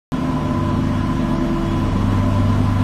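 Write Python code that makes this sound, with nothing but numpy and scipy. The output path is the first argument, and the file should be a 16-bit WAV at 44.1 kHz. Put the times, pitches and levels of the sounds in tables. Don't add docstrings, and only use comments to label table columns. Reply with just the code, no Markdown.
import sys
import numpy as np
from scipy import signal
from scipy.fft import rfft, irfft, next_fast_len
from scipy.io import wavfile
from scipy.ndimage import uniform_filter1d, map_coordinates

SR = 44100
rng = np.random.default_rng(int(sys.argv[2]) if len(sys.argv) > 2 else 0)


def elevation(decibels):
    levels = np.asarray(decibels, float)
    return 10 ** (levels / 20)


def wav_record(signal):
    frames = np.transpose(np.atleast_2d(signal))
    bounded = np.clip(frames, -1, 1)
    quanta = np.round(bounded * 32767).astype(np.int16)
    wavfile.write(sys.argv[1], SR, quanta)


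N = 124803

# time in seconds, nearness in dB, motor hum in dB, gear mesh in dB.
WALK = [(0.14, -38, -49, -51), (0.21, -38.5, -46, -39), (0.59, -39.5, -23.5, -28.5),
        (0.98, -38.5, -23.5, -34.5), (1.45, -39, -36.5, -26), (1.51, -39.5, -46, -25),
        (1.68, -38.5, -25.5, -25.5), (2.19, -37.5, -18, -43), (2.22, -38, -19.5, -35),
        (2.78, -38, -17.5, -44), (2.82, -35, -16.5, -49)]
GEAR_MESH_HZ = 334.4


def unit(x):
    return x / np.sqrt(np.mean(x ** 2) + 1e-20)


def curves(rows):
    time_s, *columns = np.transpose(rows)
    return [np.interp(np.arange(N) / SR, time_s, column) for column in columns]


def wobble(rate_hz):
    knot = np.clip(np.arange(N) * rate_hz / SR, 0, 199)
    return map_coordinates(rng.standard_normal(200), [knot])


def filtered(x, response):
    size = next_fast_len(N + SR // 2)
    return irfft(rfft(x, size) * response(np.fft.rfftfreq(size, 1 / SR)), size)[..., :N]


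def tone(hz, level_db):
    flutter_db, wander_rad = 0.5, 0.5
    phase = 2 * np.pi * (hz * np.arange(N) / SR + rng.random()) + wander_rad * wobble(2.94)
    return np.sqrt(2) * elevation(level_db + flutter_db * wobble(7.4)) * np.sin(phase)


def standing(base_hz, rows):
    t = np.arange(N) / SR
    total = np.zeros(N)
    for multiple, level_db, swing_db, loud_s, apart_s in rows:
        swell_db = swing_db * np.cos(2 * np.pi * (t - loud_s) / apart_s)
        total += tone(base_hz * multiple, level_db + swell_db)
    return total


def motor():
    shaft_hz = 24.8
    # shaft multiple, level in dB, swing in dB, a loud moment in s, s between loud moments.
    orders = [(2, -40.5, 4, 1.9, 3.3), (5, -45.5, 6.5, 0.64, 0.88), (6, -29.5, 2.5, 0.81, 2.9),
              (7, -34, 2, 1.3, 1.5), (8, -32, 4, 1.96, 3.9), (10, -36.5, -8.5, 0.68, 1.4)]
    return tone(4 * shaft_hz, curves(WALK)[1]) + standing(shaft_hz, orders)


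def gear_mesh():
    return tone(GEAR_MESH_HZ, curves(WALK)[2] - 1)


def vacuum_pump():
    # shaft multiple, level in dB, swing in dB, a loud moment in s, s between loud moments.
    orders = [(1, -28.5, 4.4, 2.17, 4.2), (2, -34.5, 2.9, 0.83, 1.74), (6, -35.5, 4, 1.07, 3.2),
              (7, -27.5, 2.4, 1.19, 0.92)]
    return standing(36.75, orders)


def mains_hum():
    # mains multiple, level in dB, swing in dB, a loud moment in s, s between loud moments.
    orders = [(6, -40.5, 2.8, 0.99, 1), (12, -41.5, 5.7, .45, .95)]
    return standing(50.03, orders)


def fans():
    blade_hz = [238.5, 1040.3, 580, 991, 1006, 1018.6]
    # level in dB, swing in dB, a loud moment in s, s between loud moments.
    swells = [(-34, 5, 0.74, 1.8), (-44.5, 5.5, 0.62, .45), (-52.5, 9, .8, 1.5), (-47.5, 3, 0.27, 3),
              (-38.5, 3, 0.48, 2.1), (-45, 1.5, 1, 1)]
    return standing(1, [(hz, *row) for hz, row in zip(blade_hz, swells)])


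def fuzzy(hz, level_db, width_hz):
    ring = filtered(rng.standard_normal(N), lambda f: 1 / (1 + (2 * (f - hz) / width_hz) ** 2))
    return elevation(level_db) * unit(ring)


def upper_gear_orders():
    # mesh multiple, level in dB, width in Hz.
    orders = [(2, -42, 18), (3, -44, 24), (5, -52.5, 13), (10, -53, 16), (20, -65.5, 66)]
    return sum(fuzzy(k * GEAR_MESH_HZ, level_db, width_hz) for k, level_db, width_hz in orders)


def panels():
    # frequency in Hz, level in dB, width in Hz.
    resonances = [(455.7, -45, 23), (606.3, -47.5, 10), (1010, -48.5, 13), (1333, -46, 160),
                  (2946, -51.5, 210), (5520, -61, 310), (5934, -61.5, 170), (8390, -66, 440)]
    return sum(fuzzy(*row) for row in resonances)


def rush(spectrum, patchy_db):
    z = signal.stft(rng.standard_normal(N + 512), nperseg=512)[2]
    field = uniform_filter1d(rng.standard_normal(z.shape), 6, 0)
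    field = uniform_filter1d(field, 12, 1)
    noise = signal.istft(z * elevation(patchy_db * unit(field)), nperseg=512)[1][:N]
    f, db = np.transpose(spectrum)
    return unit(filtered(noise, lambda hz: elevation(np.interp(np.log(hz + 1), np.log(f + 1), db))))


def rumble():
    # frequency in Hz, density in dB per Hz.
    spectrum = [(13, -68), (22, -13), (193, -4.5), (248, -1), (395, -16.5), (523, -18), (601, -20.5),
                (747, -27), (900, -19.5), (1170, -25), (1980, -120)]
    near_db = curves(WALK)[0]
    rise_db = near_db - near_db.mean()
    return elevation(-26.5 + 0.17 * rise_db + 1.7 * wobble(3.9)) * rush(spectrum, patchy_db=1.0)


def hiss():
    # frequency in Hz, density in dB per Hz.
    spectrum = [(290, -44), (500, -17), (591, -5), (728, -9), (934, -10), (1020, -3.5), (1180, -10.5),
                (3450, -23.5), (13800, -43)]
    treble_hz, treble_growth_db = 6000, 1.1
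    noise = rush(spectrum, patchy_db=1.02)
    highs = filtered(noise, lambda hz: hz ** 2 / (hz ** 2 + treble_hz ** 2))
    approach = np.linspace(-1, 1, N)
    noise = noise + (elevation(treble_growth_db * approach) - 1) * highs
    return elevation(curves(WALK)[0] + 6 + 0.15 * wobble(10.32)) * noise


def scene():
    tones = motor() + gear_mesh() + vacuum_pump() + mains_hum() + fans()
    return (tones + upper_gear_orders() + panels() + rumble() + hiss())[None]


def thinned(x):
    # frequency in Hz, rounding step over the usual level in dB.
    coarse = [(300, -20), (3000, 1), (5000, 6), (7500, 7), (9700, 5), (10400, 11), (11100, 6.5), (13400, 8),
              (14100, 7)]
    size, band_hz = 1024, 345
    frame_db, band_db = 2, 1.6
    n, k = np.arange(2 * size), np.arange(size)
    window = np.sin(np.pi * (n + .5) / (2 * size))
    basis = window[:, None] * np.cos(np.pi / size * np.outer(n + .5 + size / 2, k + .5))
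    blocks = np.pad(x[0], (size, 2 * size - N % size)).reshape(-1, size)
    c = np.hstack([blocks[:-1], blocks[1:]]) @ basis
    hz = (k + .5) * SR / (2 * size)
    power = uniform_filter1d(c ** 2, size=40, axis=0)
    usual = np.sqrt(abs(uniform_filter1d(power, size=32)))
    by_frame = uniform_filter1d(rng.standard_normal((len(c), 1)), 3, 0)
    by_band = uniform_filter1d(rng.standard_normal((len(c), 100)), 5, 0)
    scatter_db = frame_db * by_frame + band_db * by_band
    band = np.clip((hz / band_hz).astype(int), 0, 99)
    step_db = np.interp(hz, *np.transpose(coarse)) + scatter_db[:, band]
    step = usual * elevation(step_db) + 1e-9
    rounded = np.sign(c) * np.floor(abs(c) / step + .4) * step
    frames = rounded @ basis.T * 2 / size
    return (frames[1:, :size] + frames[:-1, size:]).ravel()[None, :N]


def microphone(x):
    low_hz, dip_hz, dip_width_hz, dip_db = 29.4, 10570, 350, -4

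    def response(hz):
        low_cut = hz ** 6 / (hz ** 6 + low_hz ** 6)
        return low_cut * elevation(dip_db * np.exp(-((hz - dip_hz) / dip_width_hz) ** 2))

    return filtered(x, response)


def opening(x):
    start_s, start_level, settle_s, open_s, top_hz = .1204, .19, .0015, .00003, 14190
    t = np.arange(N) / SR - start_s
    jump = start_level - x[:, round(start_s * SR), None]
    step = jump * np.exp(-np.abs(t) / settle_s)
    gate = np.clip(t / open_s, 0, 1)
    return filtered((x + step) * gate, lambda hz: 1 / (1 + (hz / top_hz) ** 150))


def low_pass(x):
    return signal.sosfilt(signal.butter(12, 14190, fs=SR, output="sos"), x)


def record(dry):
    return low_pass(opening(thinned(microphone(dry))))


dry = scene()
out = record(dry)
wav_record(out)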